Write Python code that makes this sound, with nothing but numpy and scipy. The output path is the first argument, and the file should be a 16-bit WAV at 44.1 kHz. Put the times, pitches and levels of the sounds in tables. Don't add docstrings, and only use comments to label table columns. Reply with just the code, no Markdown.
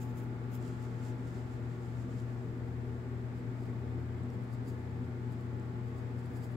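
import sys
import numpy as np
from scipy import signal
from scipy.fft import rfft, irfft, next_fast_len
from scipy.io import wavfile
from scipy.ndimage import map_coordinates

SR = 44100
rng = np.random.default_rng(int(sys.argv[2]) if len(sys.argv) > 2 else 0)


def digitize_waveform(pressure):
    field = np.atleast_2d(pressure).T
    bounded = np.clip(field, -1, 1)
    quanta = np.round(bounded * 32767).astype(np.int16)
    wavfile.write(sys.argv[1], SR, quanta)


def undo_db(level):
    steps = np.asarray(level, float) / 20
    return 10 ** steps


N = 289296

# [f/Hz, level/dB]
PAGE_COLOUR = [(2000, -40), (2600, -3), (4000, -7.5), (5000, -2.5), (5800, -5.5), (6400, -2.5), (7500, 1.5),
               (8300, -6.5), (9200, -8.5), (11500, -14), (15500, -13), (17000, -40)]


def unit(x):
    return x / np.sqrt(np.mean(x ** 2) + 1e-20)


def along(points, hz):
    f, value = np.transpose(points)
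    return np.interp(np.log(hz + 1), np.log(f + 1), value)


def wobble(rate):
    points = rng.standard_normal(int(N * rate / SR) + 4)
    return map_coordinates(points, [np.arange(N) * rate / SR])


def filtered(x, response):
    m = next_fast_len(N + SR // 2)
    return irfft(rfft(x, m) * response(np.fft.rfftfreq(m, 1 / SR)), m)[..., :N]


def lean(db):
    return np.array([undo_db(db / 2), undo_db(-db / 2)])


def swells(rows, width, shape):
    t = np.arange(N) / SR
    return sum(undo_db(db) * np.exp(-np.abs((t - s) / (width * length)) ** shape) for s, db, length in rows)


def ring(f, hz, width):
    return (1j * f * width / (hz * hz - f * f + 1j * f * width)) ** 2


def bump(f, hz, width):
    return 1 / (1 + (2 * (f - hz) / width) ** 2)


def grit(echo):
    size_db = 2.5 * rng.exponential(size=N) + 0.97 * wobble(250)
    direct = rng.standard_normal(N) * undo_db(size_db)
    return unit(direct) + echo * rng.standard_normal((2, N))


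def strokes(rows, resonances):
    t, speed, bright = np.arange(N) / SR, np.zeros(N), np.zeros(N)
    for s, db, length, bright_db in rows:
        swell = undo_db(db) * np.exp(-np.abs((t - s) / (0.41 * length)) ** 1.3)
        speed += swell
        bright += swell * undo_db(bright_db)
    rub = grit(echo=0.68)
    out = np.zeros((2, N))
    for hz, width, left_db, right_db in resonances:
        drive = speed if hz < 8500 else bright
        flicker = undo_db(1.1 * wobble(80))
        ringing = filtered(drive * rub * flicker, lambda f: ring(f, hz, width))
        out += undo_db([[left_db], [right_db]]) * ringing
    return undo_db(16.5) * out


def upright_strokes():
    # [centre t/s, level/dB, length/s, brightness/dB]
    rows = [
        (.025, -71, 0.077, 0),
        (.10, -80, 0.041, 2),
        (.185, -72.5, 0.058, 1.5),
        (.235, -81, 0.036, 4),
        (.548, -70, 0.056, 3.5),
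    ]
    # [f/Hz, width/Hz, left/dB, right/dB]
    resonances = [(2560, 1700, -7, 1.5), (5200, 830, 0, -7), (6760, 1900, -8, 3), (9640, 920, -3, -8),
                  (12900, 1300, -4, -14), (13800, 1600, -1, -2), (15200, 1200, -9, -5)]
    return strokes(rows, resonances)


def flat_strokes():
    # [centre t/s, level/dB, length/s, brightness/dB]
    rows = [(3.38, -84, .06, -1), (3.63, -83, 0.17, -1), (4.0, -92.5, .05, 2), (4.13, -90, .04, -1),
            (4.34, -84.5, .04, 1), (4.44, -88, .03, 7), (4.535, -77.5, 0.046, 1), (4.69, -74, 0.062, 1.5),
            (4.74, -91, 0.036, -3), (4.79, -91, 0.056, 2), (5.05, -87, .04, -2), (5.325, -80.5, 0.044, 1),
            (5.41, -83, .03, 1), (5.88, -85, .04, 0), (5.985, -81.5, 0.07, 1), (6.07, -91, .04, -2),
            (6.195, -81.5, 0.047, 2), (6.26, -86, 0.054, 5), (6.31, -89, 0.043, 4),
            (6.365, -76, 0.059, 1.5), (6.44, -73, 0.055, 0), (6.52, -86, .06, 4)]
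    # [f/Hz, width/Hz, left/dB, right/dB]
    resonances = [(4800, 790, -2, 6), (6700, 510, -2, -8), (7470, 1600, -0.5, 4), (10200, 2500, -5, -2.5),
                  (12800, 1400, -3, -7), (15100, 1300, -12, -1)]
    return strokes(rows, resonances)


def ticks():
    # [t/s, peak level/dB, left-right difference/dB, f/Hz]
    contacts = [
        (0.626, -53, -18, 7620),
        (0.9014, -63, -4.0, 6450),
        (1.8332, -57, -6, 7200),
        (2.2013, -51, -5.0, 7400),
        (2.2844, -62, -2.5, 4560),
        (4.235, -55, -6, 7800),
        (4.3026, -48.5, -1.5, 5400),
        (4.9097, -63, -1, 7080),
        (5.5982, -55, -2.5, 7600),
        (6.2594, -62, -1.5, 4270),
    ]
    out, t = np.zeros((2, N + 400)), np.arange(400) / SR
    for s, db, pan_db, hz in contacts:
        tone = np.sin(2 * np.pi * hz * t) * undo_db(-60 * t / 0.0044)
        noise = 0.83 * rng.standard_normal(400) * undo_db(-60 * t / 0.0071)
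        start = round(s * SR)
        out[:, start:start + 400] += lean(pan_db)[:, None] * undo_db(db - 1.5) * (tone + noise)
    return filtered(out[:, :N], lambda f: undo_db(0.69 * along(PAGE_COLOUR, f)))


def hand_brush():
    # [centre t/s, level/dB, length/s]
    slides = [(.63, -75, 0.1), (.73, -77, 0.11), (.84, -75, 0.14), (1.055, -71.5, 0.12),
              (1.27, -77.5, 0.17), (1.36, -79, 0.12), (1.53, -81, 0.11), (1.8, -82, .2), (2.0, -79.5, 0.17),
              (2.2, -77.5, .22), (2.45, -86, 0.17), (2.9, -89, .5), (1.5, -85.5, 1.8)]
    # [f/Hz, level/dB]
    shade = [(4000, -1), (6000, -8), (7500, -18), (15000, -11)]
    rub = grit(echo=1.0) * undo_db(2.3 * wobble(25.1))
    skin = filtered(rub, lambda f: undo_db(along(PAGE_COLOUR, f) + [along(shade, f), 0 * f]))
    return undo_db(5.0) * swells(slides, width=0.56, shape=1.5) * unit(skin)


def mains_hum():
    # [f/Hz, level/dB, left-right difference/dB, left lead/rad, unsteadiness/dB]
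    harmonics = [
        (119.8, -42, 6, 0.17, 0.3),
        (239.5, -51.5, 1, 0.38, 0.5),
        (359, -62, 0.5, .06, 3.5),
        (474, -69, 7, -0.33, -1.5),
    ]
    t = np.arange(N) / SR
    out = np.zeros((2, N))
    for hz, db, pan_db, lead, loose_db in harmonics:
        level = undo_db(db + 4 + loose_db * wobble(4))
        phase = 2 * np.pi * hz * t + [[lead / 2], [-lead / 2]]
        out += lean(pan_db)[:, None] * level * np.sin(phase)
    return out


def far_motor():
    # [centre t/s, level/dB, length/s]
    surges = [
        (.6, -58, 0.56),
        (1.45, -54, 0.4),
        (2.0, -52, 0.35),
        (2.95, -48, 0.8),
        (4.02, -43.5, 0.49),
        (4.95, -47.5, 0.65),
        (5.5, -53, 0.32),
        (6.05, -50, 0.99),
    ]
    idle_hz, climb_hz_per_s, full_hz, hunt_hz = 71.24, 3.4, 87.3, 1.0
    t = np.arange(N) / SR
    pitch_hz = np.minimum(idle_hz + climb_hz_per_s * t, full_hz) + hunt_hz * wobble(2.43)
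    tone = np.sin(2 * np.pi * np.cumsum(pitch_hz) / SR)
    return lean(2.1)[:, None] * undo_db(1.5) * swells(surges, width=0.57, shape=3.5) * tone


def turned_to_room():
    # [t/s, share 0-1]
    swing = [
        (0, 0.3),
        (.6, 0.8),
        (1.1, 0.63),
        (2.4, 0.01),
        (6.56, 0.13),
    ]
    return np.interp(np.arange(N) / SR, *np.transpose(swing))


def fan_whine():
    # [centre t/s, level/dB, length/s]
    meetings = [(0, -57.5, 0.26), (.29, -61, 0.22), (.6, -72, 0.41), (.84, -64, 0.13), (1.12, -67.5, 0.34),
                (1.45, -69, 0.23), (1.8, -75, .3), (2.8, -74, 0.18), (4.9, -68, 0.35), (5.29, -59, 0.12),
                (5.6, -62, 0.23), (5.8, -62, 0.23)]
    whine_hz, drift_hz, fastest_s, drift_period_s = 862, 3.51, 3.2, 5.0
    steady_db, turned_left_db, fading_db = -70.5, 11.5, 0.5
    t = np.arange(N) / SR
    pitch_hz = whine_hz + drift_hz * np.cos(2 * np.pi * (t - fastest_s) / drift_period_s)
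    level = undo_db(steady_db) + swells(meetings, width=0.44, shape=1.8)
    fading = undo_db(2.5 + 1.9 * wobble(11) + fading_db * np.array([wobble(3.6), wobble(5)]))
    slip = 0.77 * wobble(9) + np.array([0.61 * wobble(1.58), 0.59 * wobble(1.4)])
    tone = np.sin(2 * np.pi * np.cumsum(pitch_hz) / SR + slip)
    return lean(turned_left_db * turned_to_room()) * level * fading * tone


def port_noise(gain):
    # [f/Hz, likeness 0-1]
    alike = [(30, .93), (60, 0.84), (270, 1), (450, 0.66), (740, 0.37), (1200, 0)]

    def angle(f):
        return np.arccos(np.clip(along(alike, f), -1, 1)) / 2

    common, apart = rng.standard_normal((2, N))
    same = filtered(common, lambda f: gain(f) * np.cos(angle(f)))
    return same + filtered(apart, lambda f: gain(f) * np.sin(angle(f)) * [[1], [-1]])


def room_rumble():
    # [f/Hz, level/dB]
    rumble = [(12, -60), (20, -31), (65, -12), (119, -5), (143, -4.5), (168, -12.5), (247, -10.5),
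              (304, -17.5), (375, -13), (700, -40), (910, -56), (1540, -120)]
    # [f/Hz, width/Hz, level/dB]
    modes = [(59.3, 4.4, 8), (63, 4.2, -7), (87, 25, -1), (141.2, 3.9, 7), (145, 11.4, -16.5),
             (162.7, 13, 7), (173, 7, -5.5), (191.2, 29, 5.5), (206, 2.5, -5), (212, 8, 0.5),
             (234.2, 6.4, -12), (251.5, 9.1, 10.5), (267.8, 11, 7), (299, 16.4, -2), (311, 13.4, 7),
             (325, 9.8, 0), (351.5, 24, 4.5), (397.4, 28, 4.5), (414, 12, -1), (442, 12, -1.5),
             (440, 7.4, 2), (460.8, 19.5, 9.5), (487, 10.4, 10), (643, 32, 6)]
    # [f/Hz, left-right difference/dB]
    balance = [(60, 0.5), (110, 11.5), (200, 0), (380, -1), (700, -8), (1290, -0.5), (2380, 4.5),
               (4400, -1), (8120, -6.5), (15000, -4)]

    def gain(f):
        standing_db = sum(db * bump(f, hz, width) for hz, width, db in modes)
        return lean(along(balance, f)) * undo_db(along(rumble, f) + standing_db)

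    return undo_db(-44 + 0.67 * wobble(9)) * unit(port_noise(gain))


def room_air():
    # [f/Hz, level/dB per Hz]
    left = [(350, -110), (550, -88.5), (900, -86.5), (1400, -89), (1700, -92), (2500, -96), (2850, -101),
            (3400, -101.5), (4300, -106), (5200, -107), (5700, -113), (7000, -116), (8300, -123),
            (10000, -135)]
    right = [(350, -110), (550, -89), (900, -86), (1400, -92), (2050, -92.5), (2500, -103), (3000, -108),
             (5200, -109), (5700, -115), (6500, -110), (7600, -107), (8150, -110), (8500, -120),
             (11000, -135)]
    # [f/Hz, width/Hz, left/dB, right/dB]
    comb = [(620, 82, 7, 5), (786, 91, 1, 2.5), (1000, 55, 2.5, 3.5), (1020, 185, -2.5, -5.5),
            (1350, 63, -1.5, -2.5), (1390, 120, 0.5, 4.5), (1430, 110, 0, -2), (1590, 80, -4.5, 3.5),
            (2140, 79, 4.5, -2), (2210, 98, -2, -0.5), (2700, 120, -1.5, -3), (3270, 200, 1, -6)]
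    # [f/Hz, level/dB per Hz]
    open_right = [(900, -112), (1200, -89), (1380, -82.5), (1560, -96), (1750, -108), (2100, -110),
                  (2500, -100), (3000, -108), (3350, -105), (4000, -109), (5000, -125)]

    def air_gain(f):
        reflections_db = sum(np.outer(dbs, bump(f, hz, width)) for hz, width, *dbs in comb)
        return undo_db([along(left, f), along(right, f)] + reflections_db)

    tail_t = np.arange(SR // 4) / SR
    tail = rng.standard_normal((2, SR // 4)) * undo_db(-60 * tail_t / 0.19)
    source = rng.standard_normal((1, N + SR // 4))
    fan = unit(signal.fftconvolve(source, tail, "valid", axes=1)[:, :N])
    air = port_noise(air_gain) + filtered(fan, lambda f: 0.71 * air_gain(f) / (1 + (f / 4000) ** 4))
    opened = filtered(rng.standard_normal((2, N)), lambda f: undo_db(along(open_right, f) + [[-9], [0]]))
    extra = turned_to_room() * opened
    return np.sqrt(SR / 2) * (undo_db(-0.5 + 0.19 * wobble(1.55)) * air + extra)


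def scene():
    page = upright_strokes() + flat_strokes() + ticks() + hand_brush()
    machines = mains_hum() + far_motor() + fan_whine()
    return page + machines + room_rumble() + room_air()


def top_cut(x):
    return signal.sosfilt(signal.butter(12, 15745, fs=SR, output="sos"), x)


def record(dry):
    shared, apart = rng.standard_normal((2, N))
    hiss = undo_db(-78.5) * shared + undo_db(-88.5) * apart * [[1], [-1]]
    edge = signal.ellip(10, .1, 30, 15730, fs=SR, output="sos")
    soft_end = np.minimum(1, np.arange(N)[::-1] / 120)
    return top_cut(soft_end * signal.sosfiltfilt(edge, dry + hiss))


dry = scene()
out = record(dry)
digitize_waveform(out)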